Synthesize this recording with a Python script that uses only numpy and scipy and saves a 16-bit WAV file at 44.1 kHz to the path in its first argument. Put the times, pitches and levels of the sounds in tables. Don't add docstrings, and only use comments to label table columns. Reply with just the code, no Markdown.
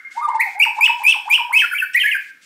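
import sys
import numpy as np
from scipy import signal
from scipy.fft import rfft, irfft
from scipy.io import wavfile
from scipy.ndimage import uniform_filter1d, minimum_filter1d

SR = 44100
rng = np.random.default_rng(int(sys.argv[2]) if len(sys.argv) > 2 else 0)


def store_pcm(level_fs):
    pcm = np.round(np.clip(level_fs, -1, 1) * 32767).astype(np.int16)
    wavfile.write(sys.argv[1], SR, np.atleast_2d(pcm).T)


def linear_from_db(decibels):
    return 10 ** (np.asarray(decibels, float) / 20)


N = 108045
LOUD_DB = -1.5
TOP_HZ = 15750


def rms_one(x):
    return x / np.sqrt(np.mean(x ** 2) + 1e-20)


def at_hz(points, hz):
    table = np.array(points)
    return np.interp(np.log(np.maximum(hz, 1)), np.log(table[:, 0]), table[:, 1])


def coloured(spectrum, low_hz):
    hz = np.arange(N // 2 + 1) * SR / N
    white = rfft(rng.standard_normal(N))
    return rms_one(irfft(white * linear_from_db(at_hz(spectrum, hz)) * (hz > low_hz), N))


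def resonant(hz, width_hz):
    radius = np.exp(-np.pi * width_hz / SR)
    poles = [1, -2 * radius * np.cos(2 * np.pi * hz / SR), radius * radius]
    noise = rng.standard_normal(N + 4096)
    for _ in range(2):
        noise = signal.lfilter([1, 0, -1], poles, noise)
    return rms_one(noise[4096:])


def drift(rate_hz):
    pole = np.exp(-2 * np.pi * rate_hz / SR)
    slow = signal.lfilter([1], [1, -2 * pole, pole * pole], rng.standard_normal(N + 4096))
    return rms_one(slow[4096:])


def gated(rows, edge_s):
    t = np.arange(N) / SR
    gain = np.zeros(N)
    for start, length, db in rows:
        gain += linear_from_db(db) * np.clip(np.minimum(t - start, start + length - t) / edge_s, 0, 1)
    return gain


def room_tone():
    # (frequency [Hz], density [dB per Hz])
    tone_colour = [(18, -76.5), (30, -41), (285, -19.5), (1270, -43.5), (1480, -29), (1830, -53.5),
                   (2140, -7), (2370, -23), (15600, -40)]
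    return linear_from_db(-57.5) * coloured(tone_colour, low_hz=90)


def rustle():
    # (start [s], length [s], level [dB])
    stirrings = [
        (.1, 0.12, -49.5),
        (.43, 0.14, -50.5),
        (.74, 0.072, -49),
        (.97, 0.088, -49.5),
        (1.24, 0.11, -55),
        (2.19, 0.13, -55),
        (2.41, 0.075, -51),
    ]
    # (frequency [Hz], density [dB per Hz])
    rustle_colour = [(2500, 1), (8000, -4), (16000, -28)]
    return gated(stirrings, 0.02) * coloured(rustle_colour, low_hz=2380)


def lingering_notes():
    t = np.arange(N) / SR
    return linear_from_db(-47 - 4 * t) * resonant(1558, width_hz=390)


def far_bird():
    # (start [s], length [s], level [dB])
    peep_times = [
        (-.012, 0.024, -37),
        (.044, 0.051, -36.5),
        (.094, 0.036, -39),
        (.155, 0.038, -42.5),
        (.188, 0.051, -37),
        (.25, 0.049, -49),
        (.297, 0.059, -37.5),
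        (.36, 0.023, -41.5),
        (.49, 0.026, -33),
        (.54, 0.062, -36),
    ]
    pitch_hz, blur_db, ring_db, ring_end_s = 2130, -8.5, -48, .59
    t = np.arange(N) / SR
    blur = resonant(pitch_hz, width_hz=100)
    whistle = np.sqrt(2) * np.sin(2 * np.pi * pitch_hz * t)
    peeps = gated(peep_times, edge_s=0.0088) * (whistle + linear_from_db(blur_db) * blur)
    return peeps + linear_from_db(ring_db) * (t < ring_end_s) * blur


def room(x):
    # (frequency [Hz], t60 [s])
    decay_times = [(800, 0.42), (2500, 0.41), (6000, 0.41), (14000, 0.41)]
    # (frequency [Hz], level [dB])
    wall_colour = [(700, 0), (2800, 1), (5600, -4), (11000, -3)]
    level_db, onset_s = -3.5, 0.0012
    t = np.arange(SR) / SR
    white = rng.standard_normal(SR)
    tail = np.zeros(SR)
    for hz in 350 * 2. ** np.arange(6):
        octave = signal.butter(2, [hz, min(2 * hz, .45 * SR)], "band", fs=SR, output="sos")
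        t60 = at_hz(decay_times, hz * np.sqrt(2))
        tail += signal.sosfilt(octave, white) * linear_from_db(at_hz(wall_colour, hz) - 60 * t / t60)
    tail *= np.clip(t / onset_s - 1, 0, 1)
    return linear_from_db(level_db) * signal.fftconvolve(x, tail / np.sqrt(np.sum(tail ** 2)))[:N]


def air_hiss(effort):
    # (frequency [Hz], density [dB per Hz])
    hiss_colour = [(3500, -28), (7000, 3), (10000, -43), (16000, -9.5)]
    return linear_from_db(-37) * effort * coloured(hiss_colour, low_hz=3300)


def buzz(effort):
    # (start [s], length [s], level [dB])
    buzz_times = [
        (.6, .065, -50),
        (.81, .08, -56),
        (1.04, 0.11, -44),
        (1.3, 0.11, -50),
        (1.53, 0.23, -36),
        (1.715, 0.14, -31.5),
        (1.94, .24, -34),
    ]
    # (frequency [Hz], density [dB per Hz])
    buzz_colour = [(8000, -22), (9300, 0), (13500, -2), (15600, -11)]
    follows = .8
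    push = uniform_filter1d(effort, size=300) / linear_from_db(2 * LOUD_DB) + 0.13
    return gated(buzz_times, edge_s=.015) * np.abs(push) ** follows * coloured(buzz_colour, low_hz=7000)


def breaks():
    # (start [s], length [s], centre [Hz], level [dB])
    break_times = [
        (0.839, 0.021, 3300, -26.5),
        (1.069, 0.054, 2930, -19.5),
        (1.314, 0.042, 3130, -28.5),
        (1.555, 0.082, 2930, -30),
        (1.931, 0.021, 2710, -30.5),
        (1.984, 0.022, 3840, -38.5),
    ]
    width_hz, overtone_db = 490, -11.5
    t = np.arange(N) / SR
    out = np.zeros(N)
    for start, length, hz, db in break_times:
        band = resonant(hz, width_hz)
        over = resonant(2 * hz, 2 * width_hz) + resonant(3 * hz, 2 * width_hz)
        swell = np.sin(np.pi * np.clip((t - start) / length, 0, 1))
        out += linear_from_db(db) * swell * (band + linear_from_db(overtone_db) * over)
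    return out


def song():
    # (time [s], pitch [Hz], level [dB])
    warbles = [
        [(0.15, 731, -54), (0.178, 936, -19.5), (0.2, 961, -26.5)],
        [(0.21, 1097, -26), (0.232, 1256, -19.5), (.249, 1183, -20), (0.265, 1200, -24)],
        [(0.27, 777, -39), (0.288, 937, -15), (0.312, 1140, -34.5)],
        [(0.335, 781, -35.5), (.35, 886, -17), (0.36, 896, -13), (0.37, 950, -27)],
        [(0.393, 1738, -28.5), (.408, 2083, -7), (0.415, 2406, -14), (0.425, 2634, -21)],
        [(0.45, 781, -59), (0.456, 846, -36), (0.49, 741, -27.5)],
        [(0.552, 721, -38), (0.592, 878, -23.5)],
    ]
    # (time [s], pitch [Hz], level [dB])
    first_whistle = [(0.594, 2097, -35), (0.602, 2395, -8.5), (0.61, 2223, -11.5), (.629, 2785, -5.5),
                     (0.638, 2874, -7.5), (0.65, 2025, -26.5), (0.66, 983, -36), (0.668, 920, -16.5),
                     (0.688, 807, -31)]
    # (time [s], pitch [Hz], level [dB])
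    rises = [
        [(0.76, 763.4, -45), (0.79, 900, -20), (0.804, 1832, -60), (0.81, 2350, -11.5), (0.818, 2341, -13.5),
         (0.842, 2632, -7.5), (0.85, 2580, -11.5), (0.868, 3005, -9)],
        [(0.995, 752, -51), (1.021, 913, -17), (1.029, 1473, -53), (1.037, 2242, -22), (1.041, 2430, -19.5),
         (1.049, 2333, -22), (1.083, 2630, -2), (1.112, 2653, -14.5)],
        [(1.255, 733, -45), (1.283, 899, -21.5), (1.287, 1245, -34.5), (1.293, 1814, -48), (1.303, 2300, -19.5),
         (1.315, 2389, -13), (1.329, 2455, -9), (1.352, 2970, -11.5)],
        [(1.495, 813, -28.5), (1.515, 1019, -22.5), (1.525, 1920, -40), (1.531, 2102, -17), (1.549, 2353, -11),
         (1.555, 2517, -14), (1.561, 2571, -6), (1.584, 2617, -13.5)],
    ]
    # (time [s], pitch [Hz], level [dB])
    falls = [
        [(.428, 2440, -28), (.44, 1865, -27), (.455, 1900, -32.5), (.468, 2203, -25), (.478, 2230, -46)],
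        [(0.852, 3535, -28.5), (0.866, 2850, -15.5), (0.89, 930.5, -41.5), (0.895, 951, -21.5),
         (0.91, 921, -19)],
        [(1.104, 3622, -30), (1.126, 2907, -15.5), (1.138, 1942, -38.5), (1.146, 1034, -31.5),
         (1.166, 824, -21.5)],
        [(1.342, 3260, -22.5), (1.36, 2867, -7), (1.374, 2207, -32.5), (1.386, 1023, -35), (1.412, 912, -19)],
        [(1.578, 2963, -20.5), (1.594, 3182, -10.5), (1.61, 2377, -14), (1.624, 1660, -24), (1.64, 1418, -23),
         (1.652, 1420, -19)],
    ]
    # (time [s], pitch [Hz], level [dB])
    stutter = [
        [(1.716, 1490, -13.5), (1.724, 1760, -24.5), (1.726, 1770, -24), (1.734, 1460, -20.5),
         (1.74, 1410, -14), (1.742, 1500, -18)],
        [(1.743, 1973, -24), (1.753, 2363, -24), (1.769, 2283, -20.5), (1.771, 2470, -22), (1.775, 2600, -17),
         (1.779, 2730, -31)],
    ]
    # (time [s], pitch [Hz], level [dB])
    closing = [
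        [(1.782, 3290, -22.5), (1.79, 2730, -18.5), (1.798, 2684, -28.5), (1.802, 2650, -16.5),
         (1.808, 2580, -18)],
        [(1.812, 1733, -31.5), (1.82, 1819, -21), (1.828, 1470, -13), (1.834, 1530, -16), (1.848, 1435, -25)],
        [(1.945, 1841, -20), (1.949, 1896, -10.5), (1.959, 1975, -17.5), (1.967, 2266, -11), (1.971, 2324, -20),
         (1.973, 2456, -14), (1.983, 2460, -17.5)],
        [(1.996, 2997, -34), (2.008, 3195, -16.5), (2.024, 2726, -17.5), (2.028, 2650, -28), (2.037, 2470, -13)],
        [(2.108, 3260, -25), (2.11, 3300, -39), (2.116, 2907, -13.5), (2.13, 2486, -19.5), (2.136, 2390, -15.5),
         (2.14, 2300, -38)],
        [(2.143, 1765, -10), (2.155, 1557, -17.5), (2.171, 1593, -15.5), (2.175, 1610, -46)],
    ]
    # (time [s], pitch [Hz], level [dB])
    closing_turn = [(2.039, 1674, -14), (2.057, 1698, -11), (2.059, 1693, -12), (2.069, 2144, -17),
                    (2.073, 2249, -19.5), (2.083, 2238, -16.5), (2.091, 2105, -27), (2.095, 2056, -22),
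                    (2.116, 2066, -25)]
    # (frequency [Hz], level [dB])
    beak_colour = [(1500, -24), (2800, -28), (4500, -26), (6500, -28), (8000, -26.5), (9500, -21),
                   (12000, -22), (16000, -30)]
    edge_s, round_s = 0.0056, .003
    overtone_swell = 0.23
    flash_hz, flash_db, fade_db_per_s, rest_db = 1900, -8.5, 326, -8
    late_mid_db, shrill_db, shrill_hz = -4.5, 7, 8670
    whistle_hz = 1600

    t = np.arange(N) / SR
    out, effort = np.zeros(N), np.zeros(N)
    wobble = 1 + .003 * drift(130)
    flutter = linear_from_db(3 * drift(65.9))
    shred = [.75 + .25 * drift(120) for _ in range(10)]
    rasp = [drift(300) for _ in range(10)]
    early = warbles + [first_whistle] + rises
    late_from = len(early + falls)
    for n, note in enumerate(early + falls + stutter + closing + [closing_turn]):
        s, hz, db = np.transpose(note)
        on = (t > s[0] - edge_s) & (t < s[-1] + edge_s)
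        now = t[on]
        glide, db = (uniform_filter1d(np.interp(now, s, curve), size=int(round_s * SR), mode="nearest")
                     for curve in (np.log(hz), db))
        pitch = np.exp(glide) * wobble[on]
        inside = np.minimum(now - s[0], s[-1] - now)
        edge = np.sin(np.pi / 2 * np.clip(inside / edge_s / 2 + .5, 0, 1)) ** 2
        level = linear_from_db(db) * edge * flutter[on]
        loudness = level / linear_from_db(LOUD_DB)
        swollen = level * loudness ** overtone_swell
        since = np.cumsum(np.cumsum(glide > np.log(flash_hz)) > 0) / SR * (n < len(early))
        flash = edge * linear_from_db(flash_db - fade_db_per_s * since) * np.clip(since / edge_s, 0, 1)

        phase = 2 * np.pi * np.cumsum(pitch) / SR
        tone = level * np.sin(phase)
        for k in range(2, 10):
            strength = swollen if k < 4 else flash + linear_from_db(rest_db) * swollen * rasp[k][on]
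            if n >= late_from:
                shrill = level * linear_from_db(shrill_db) * (k * pitch > shrill_hz) * loudness
                strength = strength * linear_from_db(late_mid_db) + shrill
            strength = strength * linear_from_db(at_hz(beak_colour, k * pitch)) * shred[k][on]
            tone += strength * (k * pitch < TOP_HZ) * np.sin(k * phase)
        out[on] += np.sqrt(2) * tone
        effort[on] += level * np.clip(pitch / whistle_hz, 0, 1) ** 2
    return out, effort


def scene():
    voice, effort = song()
    bird = voice + buzz(effort) + air_hiss(effort) + breaks()
    background = room_tone() + rustle() + lingering_notes() + far_bird()
    return (background + bird + room(bird))[None]


def band_limit(x):
    return signal.sosfilt(signal.butter(12, 15760, fs=SR, output="sos"), x)


def record(dry):
    peak = 1e-9 - minimum_filter1d(-np.abs(dry), size=301)
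    gain = np.minimum(1, .74 / peak)
    held = dry * uniform_filter1d(gain, size=301)
    thump_band = signal.butter(2, [90, 500], "band", fs=SR, output="sos")
    thump = signal.sosfilt(thump_band, held ** 2)
    top_cut = signal.ellip(14, .5, 70, TOP_HZ, fs=SR, output="sos")
    mix = signal.sosfilt(top_cut, held + linear_from_db(-60) * thump * 10)
    return band_limit(mix)


dry = scene()
out = record(dry)
store_pcm(out)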